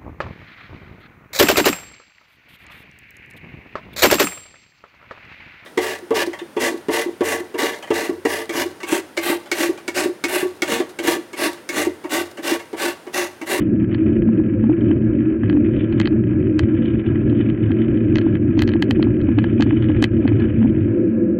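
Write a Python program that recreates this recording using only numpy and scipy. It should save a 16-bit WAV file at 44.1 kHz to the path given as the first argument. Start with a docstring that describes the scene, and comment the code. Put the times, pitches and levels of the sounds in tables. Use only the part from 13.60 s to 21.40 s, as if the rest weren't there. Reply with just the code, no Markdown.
"""Bicycle on cobblestones, then asphalt

A bicycle with a camera fixed to it rolls over cobbles and, in about the last half second, on to asphalt. Stone
impacts ring frame and camera housing; proud stones add big swings that overload the microphone. A loose part
clacks and ticks: short contacts through its modes, with dull knocks at its hardest blows. Grit hiss is noise in
spurts, one per stone; the tread hums, and on asphalt sings an unsteady note built of sine partials."""
import sys
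import numpy as np
from scipy import signal
from scipy.fft import rfft, irfft
from scipy.io import wavfile
from scipy.ndimage import uniform_filter1d, minimum_filter1d, map_coordinates

SR = 44100
rng = np.random.default_rng(int(sys.argv[2]) if len(sys.argv) > 2 else 0)


def unload_wav(signal):
    """Save mono or channel-first audio to the path in sys.argv[1] as 16-bit WAV at rate SR, clipped to [-1, 1]."""
    wavfile.write(
        sys.argv[1],
        SR,
        np.round(np.clip(np.atleast_2d(signal).T, -1, 1) * 32767).astype(np.int16),
    )


N = 343891
TOP_HZ = 17100  # upper band limit

# Proud stones. Each row: centre in seconds, swing level before limiting in dB, housing pitch in Hz.
PROUD_STONES = [(0.69, -4, 237), (0.801, -4.5, 320), (1.0405, -3.5, 251), (1.07, -5.5, 238),
                (1.097, -2, 295), (1.118, -4.7, 318), (1.311, -4, 310), (1.835, -8, 259),
                (1.952, -4.6, 286), (1.973, -4, 288), (2.526, -5, 307), (3.145, -5, 306), (3.729, -5, 300),
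                (3.806, -5, 312), (4.107, -6, 275), (4.525, -5.5, 305), (4.667, -3.5, 292),
                (4.977, -3.5, 297), (5.0203, -8, 305), (5.157, -3.5, 304), (5.224, -8, 292.5),
                (5.308, -10, 280), (5.397, -2.5, 315), (5.471, -4.2, 295), (5.69, -3.5, 282),
                (5.784, -2, 296), (6.002, -1, 279), (6.066, -4.5, 272), (6.132, -4.5, 301),
                (6.299, -4, 295), (6.426, -3, 282), (6.656, -1.5, 271), (6.72, -4, 299), (7.018, -4.5, 235),
                (7.048, -3, 255), (7.06, -4.4, 267)]
# Blows of the loose part. Each row: time in seconds, level before the scene's clack gain in dB,
# upper edge in Hz, tilt in dB per octave.
LOOSE_BLOWS = [(0.319, -27, 3500, -6), (0.339, -28, 3800, -4.5), (0.3468, -17.5, 4560, -3),
               (1.04, -23.5, 3000, -13), (1.209, -28, 3400, 4), (1.314, -21, 3000, 1),
               (1.834, -22, 3400, -12), (1.898, -18, 4600, -3.5), (1.928, -22.5, 4000, -7),
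               (2.167, -27, 3470, -4), (2.326, -22.5, 4460, -2), (2.4009, -11, 9700, -0.5),
               (2.415, -14, 6800, -1), (2.4572, -13.5, 4360, 0.5), (2.474, -13, 4880, -1.5),
               (2.9935, -8.5, 10300, -0.5), (3.035, -22, 3840, -3), (3.2585, -24.5, 3400, 7),
               (3.698, -28, 3800, 5), (3.9002, -22, 3500, 2.5), (4.1177, -19.5, 3440, 2),
               (4.218, -26.5, 3200, 1.5), (4.374, -24, 3500, -2), (4.5576, -12.5, 6550, .5),
               (4.57, -19.5, 6600, -0.5), (4.5848, -14.5, 6640, -2), (4.615, -21, 4350, -3),
               (4.754, -20, 3500, -1), (4.979, -26, 4800, 0), (4.993, -14, 6500, 2), (5.007, -22, 6400, 1),
               (5.0219, -10.5, 16000, 1.5), (5.036, -20, 5800, -3), (5.0775, -16, 6100, 0),
               (5.091, -18, 5970, -2), (5.118, -24, 3900, 2), (5.137, -17.5, 4480, -0.5),
               (5.225, -8.5, 16000, -0.5), (5.239, -29, 7500, 1), (5.3105, -10, 14470, 0),
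               (5.4276, -14, 4970, -0.5), (5.615, -25.5, 3850, 1.5), (5.787, -12, 4000, -5.5),
               (5.797, -24.5, 4370, -4), (5.842, -16.5, 4630, -7), (6.0086, -13.5, 7640, 0.5),
               (6.024, -10, 7800, 0.5), (6.034, -28.5, 7800, 5), (6.108, -17, 3000, -6),
               (6.225, -23, 4400, -8), (6.243, -24, 3900, -2), (6.302, -24, 3370, -7),
               (6.367, -24, 3800, -7), (6.426, -6.5, 12000, 0.5), (6.4418, -5, 14000, 0),
               (6.678, -15, 4600, -3.5), (6.801, -23, 4300, -4), (7.028, -22, 3400, -6),
               (7.095, -28, 3500, 0)]
# Modes of the loose part. Each row: centre in Hz, width in Hz, level in dB.
LOOSE_MODES = [(850, 260, -6.5), (1190, 1300, -4.5), (1675, 260, 7), (1973, 440, 4), (2550, 340, 2.5),
               (3084, 550, 2.5), (3640, 500, -8.5), (4260, 1100, -5), (6100, 4800, -19.5),
               (8060, 4900, -34), (12900, 19000, -32.5)]
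# Grit on the road. Each row: time in seconds, base level of the tyre hiss in dB.
ROAD_GRIT = [(0, -45), (0.1, -56.5), (0.33, -49.5), (0.55, -52.5), (0.7, -53), (0.85, -51.5), (1.08, -52.5),
             (1.25, -49.5), (1.44, -53.5), (1.62, -51), (1.9, -51), (2.2, -48.5), (2.45, -49), (2.55, -53),
             (2.75, -51.5), (2.93, -51.5), (3.1, -49), (3.45, -47), (3.6, -51), (3.8, -47), (4, -49.5),
             (4.15, -48.5), (4.45, -50.0), (4.75, -49), (4.86, -53), (4.93, -49), (5.05, -50), (5.2, -51),
             (5.35, -49), (5.55, -51.5), (5.8, -48), (6.15, -48), (6.4, -47.5), (6.55, -48.5), (6.8, -47.5),
             (7.1, -49), (7.4, -51), (7.8, -54)]
# Brief lulls in the road noise. Each row: centre in seconds, level change in dB, scaled at each use.
ROAD_LULLS = [(.265, -6.5), (.88, -1), (1.165, -5), (1.79, -5), (3.43, -8), (3.97, -3.5), (4.78, -1.5),
              (5.2, -0.5), (5.335, -5), (6.495, -6.5), (6.93, -2.5)]
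LULL_S = 0.021


def amp(db):
    """Amplitude ratio of a level in dB."""
    return 10 ** (np.asarray(db) / 20)


def unit(x):
    """x scaled to rms 1."""
    return x / np.sqrt(np.mean(x ** 2) + 1e-20)


def curves(rows):
    """One value per sample for each column after the time."""
    s, *cols = np.transpose(rows)
    return [np.interp(np.arange(N) / SR, s, c) for c in cols]


def wobble(rate):
    """A smooth random curve, rate knots a second."""
    knots = rng.standard_normal(int(N * rate / SR) + 4)
    return map_coordinates(knots, [np.arange(N) * rate / SR])


def swells(rows, length_s):
    """Sum of bell-shaped swells, one for each (centre s, height) row."""
    t = np.arange(0, N, 32) / SR  # coarse grid, interpolated below
    bells = sum(height * np.exp(-np.minimum(((t - s) / length_s) ** 2, 30)) for s, height in rows)
    return np.interp(np.arange(N) / SR, t, bells)


def held(x, span_s):
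    """x held near rms 1 over every span."""
    size = max(int(span_s * SR), 8)
    power = uniform_filter1d(uniform_filter1d(x ** 2, size), size)
    return x / np.sqrt(np.abs(power) + 1e-12)


def ring(modes, size=16384):
    """Minimum-phase impulse response of a body with steep-sided resonances."""
    f = np.fft.rfftfreq(size, 1 / SR)
    power = sum(amp(db) ** 2 / (1 + (2 * (f - hz) / width) ** 2) ** 3 for hz, width, db in modes)
    # folding the cepstrum makes the response causal
    cepstrum = irfft(np.log(power + 1e-10) / 2)
    cepstrum[1:size // 2] *= 2
    cepstrum[size // 2 + 1:] = 0
    return irfft(np.exp(rfft(cepstrum)))[:size // 2]


def through(force, response):
    """Force convolved with a body's response."""
    return signal.fftconvolve(force, response)[:N]


def muffled(x, edge_hz):
    """x with little left above the edge."""
    lowpass = signal.butter(10, min(edge_hz, TOP_HZ), fs=SR, output="sos")
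    return signal.sosfilt(lowpass, x)


def flatten(x, top, size):
    """Crests above top rounded off by a gain dip smoothed over size samples, twice."""
    gain = minimum_filter1d(top / np.maximum(np.abs(x), top), size)
    return x * uniform_filter1d(uniform_filter1d(gain, size), size)


def blow_train(rate, scatter, spread_db):
    """Impulses before scaling, about rate a second, uneven in spacing (share of a gap) and size."""
    chance = rng.standard_normal((int(rate * N / SR) + 1, 2))
    place = (np.arange(len(chance)) + scatter * chance[:, 0]) / rate
    at = (place * SR).astype(int) % N
    return np.bincount(at, amp(spread_db * chance[:, 1]), N)


def blows(rate, scatter, spread_db):
    """Blow train without offset, at rms 1."""
    force = blow_train(rate, scatter, spread_db)
    return unit(force - force.mean())


def asphalt():
    """0 on the cobbles, 1 on the asphalt."""
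    reach_s, crossing_s = 7.21, 0.13
    return np.clip((np.arange(N) / SR - reach_s) / crossing_s, 0, 1)


def noise_floor():
    """A very faint steady white noise floor."""
    return amp(-97) * rng.standard_normal(N)


def patter():
    """Grit level, rms 1: a short spurt on every stone over a steady bed, only the bed on asphalt."""
    decay_s, rise_s, bed_db = 0.008, 0.0004, -8
    hits = blow_train(rate=32, scatter=0.35, spread_db=3.1) * (1 - asphalt())
    t = np.arange(SR // 20) / SR
    spurt = np.exp(-t / decay_s) * (1 - np.exp(-t / rise_s))
    return unit(amp(bed_db) + through(hits, spurt))


def tyres():
    """Noise forces: tread hum, thin housing shell kept ringing, and grit hissing in spurts."""
    # Resonances of tread, housing shell, coarse grit and fine bright grit.
    # Each row: centre in Hz, width in Hz, level in dB.
    tread_modes = [(497.9, 17, -3), (514.8, 81, -9.5)]
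    shell_modes = [(720, 300, -7), (1020, 280, -8.5), (1348, 310, -4.5), (1619, 220, -2.5), (1695, 73, 0.5),
                   (2290, 900, -13.5)]
    grit_bands = [(1366, 580, -7.5), (1910, 410, -1.5), (2402, 680, -0.5), (2970, 320, -11)]
    sizzle_bands = [(2980, 280, 9.5), (3330, 780, 0), (3800, 400, -18.5)]
    cobble_hum_db, asphalt_hum_db = -42, -36.5
    drift_db, grain_db = 0.9, 2.6
    scuff_db, scuff_s = 1, 0.017

    on_asphalt = asphalt()
    hum_db = cobble_hum_db + (asphalt_hum_db - cobble_hum_db) * on_asphalt + 3 * wobble(10)
    hum = amp(hum_db) * held(through(rng.standard_normal(N), ring(tread_modes)), span_s=0.83)

    # stones that throw the loose part also scuff the tyres harder
    scuff = np.minimum(swells([(s, 1) for s, *_ in LOOSE_BLOWS], scuff_s), 1)
    grit_db, = curves(ROAD_GRIT)
    hiss_db = grit_db + drift_db * wobble(14) + 0.9 * swells(ROAD_LULLS, LULL_S) + scuff_db * scuff
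    excess_db = hiss_db - hiss_db.mean()

    spurts = patter()
    shell_db = -46.5 + 0.52 * excess_db + 1.8 * wobble(20)
    shell_force = spurts ** 0.36 * rng.standard_normal(N)
    shell = amp(shell_db) * unit(through(shell_force, ring(shell_modes)))

    grit = rng.standard_normal((2, N)) * spurts * amp(grain_db * wobble(400))
    coarse = amp(hiss_db + 0.84) * unit(through(grit[0], ring(grit_bands)))
    # the harder the grit is crushed, the brighter it gets
    fine_db = hiss_db + 2.8 * excess_db - 12.0 - 2 * on_asphalt
    fine = amp(fine_db) * unit(through(grit[1], ring(sizzle_bands)))
    return hum + muffled(shell + coarse + fine, edge_hz=3800)


def singing():
    """On the smooth asphalt the tread sings a slightly unsteady note of sine partials."""
    # Each row: time in seconds, base pitch in Hz, level in dB.
    note_rows = [(7.22, 164, -0.5), (7.3, 165.4, -2.5), (7.4, 169.3, 3), (7.5, 165.7, -4.5),
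                 (7.56, 165.9, 0), (7.62, 166.8, 6), (7.68, 171.7, 0), (7.8, 168.6, -3.5)]
    # Each row: multiple of the base pitch, level in dB.
    partials = [(2, -23.5), (3, -36.5)]
    hz, level_db = curves(note_rows)
    phase = 2 * np.pi * np.cumsum(hz * (1 + 0.003 * wobble(30))) / SR
    note = np.zeros(N)
    for multiple, db in partials:
        level = np.sqrt(2) * amp(level_db + db + 1.3 * wobble(18))
        note += level * np.sin(round(multiple) * phase)
    return asphalt() * note


def ticks():
    """The loose part chatters lightly on the cobbles: impulses through its modes, following the hiss."""
    grit_db, = curves(ROAD_GRIT)
    force = blows(rate=24, scatter=0.45, spread_db=4) * (1 - asphalt())
    chatter = unit(muffled(through(force, ring(LOOSE_MODES)), edge_hz=3000))
    return amp(grit_db - 4.5) * chatter


def dull_knocks():
    """Dull knocks as the loose part lands hard: short bursts through low bands."""
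    # Each row: start in seconds, peak in dB.
    knock_rows = [(1.834, -29), (4.106, -23.5), (4.9915, -23), (5.02, -17), (5.223, -18), (5.308, -17.5),
                  (5.785, -23), (6.001, -21.5), (6.007, -22), (6.022, -17.5), (6.439, -22)]
    # Each row: centre in Hz, width in Hz, level in dB.
    knock_bands = [(790, 330, 0.5), (1240, 490, -2.5), (1680, 430, -6.5)]
    response = ring(knock_bands, size=4096)
    at = [round(s * SR) for s, db in knock_rows]
    bursts = np.bincount(at, [amp(db) for s, db in knock_rows], N)
    return through(bursts, response / np.abs(response).max())


def travelled(force, tilt_db):
    """A blow, tilted by dB per octave, after bending along the frame: the treble arrives first."""
    travel_s = 0.0026  # bending delay at 1 kHz, before a common advance of .62 of it
    khz = np.fft.rfftfreq(len(force), 1 / SR) / 1000
    lag = 2000 * np.pi * travel_s * (2 * np.sqrt(khz) - 0.62 * khz)
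    tilt = amp(tilt_db * np.log2(np.maximum(khz, 0.5) / 2))
    return irfft(rfft(force) * tilt * np.exp(-1j * lag), len(force))


def clacks(lead_in_db=-24, lead_in_s=0.0019, chatter_db=-33, chatter_t60_s=0.041):
    """A brief noisy swell leads into the hit of the loose part, which chatters out through its modes."""
    looseness, firm_db = 0.9, -17  # extra chatter in dB per dB below a firm blow
    vary_db = 1.5
    t = np.arange(-SR // 100, SR // 20) / SR
    lead_in = amp(lead_in_db) * np.exp(-np.abs(t) / lead_in_s) * (t < 0)
    chatter = amp(chatter_db - 60 * np.abs(t) / chatter_t60_s) * (t > 0)
    out = np.zeros(N + SR)
    for s, db, edge_hz, tilt_db in LOOSE_BLOWS:
        # a light contact does not seat the part, so it rattles on
        loose = amp(looseness * np.clip(firm_db - db, 0, 10))
        rattle = rng.standard_normal(len(t)) * (lead_in + loose * chatter)
        contact = ((t == 0) + rattle) / np.sqrt(loose)
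        force = muffled(travelled(contact, tilt_db), edge_hz)
        # each blow lands on another spot and shares its energy differently among the modes
        modes = [(hz, width, level + vary_db * rng.standard_normal()) for hz, width, level in LOOSE_MODES]
        response = ring(modes, size=4096)
        clack = signal.fftconvolve(force, response / np.linalg.norm(response))
        out[round((s + t[0]) * SR):][:len(clack)] += amp(db) * clack
    return out[:N]


def road(stone_rate, grit_db):
    """Force on the bicycle: both wheels meet stone after stone, plus noise for their gritty faces."""
    wheels = sum(blows(stone_rate, scatter=0.3, spread_db=0.5) for _ in range(2))
    return unit(wheels) + amp(grit_db) * rng.standard_normal(N)


def flexed(x):
    """x with its pitch wandering on the cobbles as the camera mount flexes."""
    bend = 0.016 * (1 - asphalt()) * wobble(14)  # share of the pitch
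    return map_coordinates(x, [np.arange(N) + np.cumsum(bend)], mode="mirror")


def ring_ups():
    """Stones in step with one resonance ring it up clean: sine swells, and their progress 0 to 1."""
    # Each row: centre in seconds, pitch in Hz, level in dB.
    tone_rows = [(.35, 112, -16), (.42, 323, -13), (.69, 223.5, -12), (.83, 313, -16), (1.05, 224, -10),
                 (1.125, 334.3, -14.5), (1.68, 318, -13.5), (1.851, 106, -13), (1.965, 297, -11.5),
                 (2.96, 308, -11), (4.099, 104, -11.5), (4.66, 324.5, -14.5), (5.17, 333.2, -14),
                 (5.77, 109.5, -11), (6.01, 224.5, -10), (6.655, 222.5, -12), (6.73, 110, -8.5),
                 (7.034, 223.6, -9.5), (7.23, 102.4, -16), (7.3, 104.8, -19), (7.52, 225.5, -15.5)]
    swell_s = 0.042
    t = np.arange(N) / SR
    tones = np.zeros(N)
    for s, hz, db in tone_rows:
        tone = np.cos(2 * np.pi * hz * (t - s) + rng.uniform(0, 2 * np.pi))
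        tones += amp(db) * swells([(s, 1)], swell_s) * tone
    return tones, np.minimum(swells([(s, 1) for s, hz, db in tone_rows], swell_s), 1)


def jolts(motion, length_s, frame_hz, frame_share):
    """Proud stones swing frame and housing briefly; also the share of the motion they replace."""
    t = np.arange(-SR // 12, SR // 12) / SR
    swings, share = np.zeros((2, N + SR))
    swell = np.exp(-(t / length_s) ** 2)
    frame = frame_share * np.cos(2 * np.pi * frame_hz * t)
    for s, db, hz in PROUD_STONES:
        start = round((s + t[0]) * SR)
        swing = (1 - frame_share) * np.cos(2 * np.pi * hz * t) + frame
        direction = np.sign(motion[round(s * SR)])
        swings[start:][:len(t)] += direction * amp(db) * swell * swing
        share[start:][:len(t)] += swell
    return swings[:N], np.clip(share[:N], 0, 1)


def rumble():
    """Road force rings the frame low down and the housing above it; tyres cushion all but proud stones."""
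    # Roughness of the paving. Each row: time in seconds, base frame thud in dB.
    paving_rows = [(0, -22.5), (1.7, -21.5), (3.3, -23), (5.2, -20.5), (6.7, -19.5), (7.32, -22),
                   (7.55, -30), (7.8, -33)]
    # Shaking of the housing. Each row: time in seconds, base deep boom in dB, base upper boom in dB.
    shaking_rows = [(0.0, -23, -19), (0.2, -18, -19), (0.4, -19.5, -16), (0.6, -18, -17.5),
                    (0.8, -18, -17.5), (1.0, -21, -21.5), (1.2, -21, -16.5), (1.4, -19, -20.5),
                    (1.6, -20.5, -16.5), (1.8, -21.5, -19.5), (2.0, -16, -15.5), (2.2, -24.5, -19),
                    (2.4, -20.5, -18), (2.6, -19, -20.5), (2.8, -23.5, -17.5), (3.0, -23, -17),
                    (3.2, -20.5, -20.5), (3.4, -21, -19), (3.6, -22, -19.5), (3.8, -20, -19.5),
                    (4.0, -24, -20.5), (4.2, -19, -18), (4.4, -20.5, -18.5), (4.6, -19.5, -17),
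                    (4.8, -21.5, -19.5), (5.0, -21, -18), (5.2, -16, -21), (5.4, -19, -18.5),
                    (5.6, -23, -19), (5.8, -18.5, -21), (6.0, -20.5, -18), (6.2, -22, -19),
                    (6.4, -22.5, -20.5), (6.6, -20, -17.5), (6.8, -20, -18.5), (7.0, -20, -21),
                    (7.2, -20.5, -17), (7.4, -22.5, -17.5), (7.6, -20.5, -20), (7.8, -21, -22)]
    # Dips that thump the frame. Each row: centre in seconds, thud change in dB.
    thump_rows = [(.35, 8), (3.04, 10), (4.1, 7), (5.02, 9.5), (5.9, -1), (6.72, 6), (6.99, 7), (7.31, 7)]
    # Resonances of frame, deep housing and upper housing.
    # Each row: centre in Hz, width in Hz, level in dB.
    frame_modes = [(26, 16, -21.5), (52, 36, -15.5), (69.5, 12, -11), (96.8, 40, -4.5), (113.7, 26, 1),
                   (136, 63, -9.5)]
    deep_modes = [(189.6, 37, -7.5), (225.3, 28, 1), (250, 28, -10.5)]
    upper_modes = [(295, 68, -6), (321.9, 42, -1.5), (352.9, 87.5, -8), (585.7, 140, -29)]
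    thump_s = 0.015
    rock_rate, thud_rock_db, boom_rock_db = 16, 2.7, 0.6  # rocking from stone to stone, knots a second
    surge_db, surge_s, surge_lag_s = 0.8, 0.04, 0.007  # the housing booms harder around each jolt
    ring_up_share = 0.4  # share of the other motion that a ring-up takes over

    paving_db, = curves(paving_rows)
    deep_db, upper_db = curves(shaking_rows)
    lull_db = swells(ROAD_LULLS, LULL_S)
    surge = np.minimum(swells([(s + surge_lag_s, 1) for s, db, hz in PROUD_STONES], surge_s), 1)
    thud_db = paving_db + swells(thump_rows, thump_s) + lull_db + thud_rock_db * wobble(rock_rate)
    boom_db = surge_db * surge + 1.2 * lull_db + boom_rock_db * wobble(rock_rate)

    force = road(stone_rate=34, grit_db=1.5)
    thud = amp(thud_db) * held(through(force, ring(frame_modes)), span_s=0.053)
    deep = amp(deep_db - 0.24) * held(through(force, ring(deep_modes)), span_s=0.11)
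    upper = amp(upper_db + 0.1) * held(flexed(through(force, ring(upper_modes))), span_s=0.066)

    tones, ringing = ring_ups()
    shaken = thud + amp(boom_db) * (deep + upper)
    motion = shaken * (1 - ring_up_share * ringing) + tones
    cushioned = flatten(muffled(motion, edge_hz=2500), top=0.48, size=360)
    swings, share = jolts(cushioned, length_s=0.0073, frame_hz=112, frame_share=0.25)
    return cushioned * (1 - share) + swings


def scene(clack_db=12.0):
    """Everything reaches one microphone on the bicycle, over a faint noise floor."""
    background = noise_floor() + tyres() + singing()
    loose_part = ticks() + amp(clack_db) * clacks()
    return (background + loose_part + dull_knocks() + rumble())[None]


def record(dry):
    """The camera flattens loud crests and keeps little above its band limit; the end fades softly."""
    fade_s = 0.008
    limited = flatten(dry, top=0.51, size=7)
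    fade = np.sin(np.pi / 2 * np.minimum(np.arange(N)[::-1] / (fade_s * SR), 1)) ** 2
    return muffled(limited * fade, TOP_HZ)


dry = scene()
out = record(dry)
unload_wav(out)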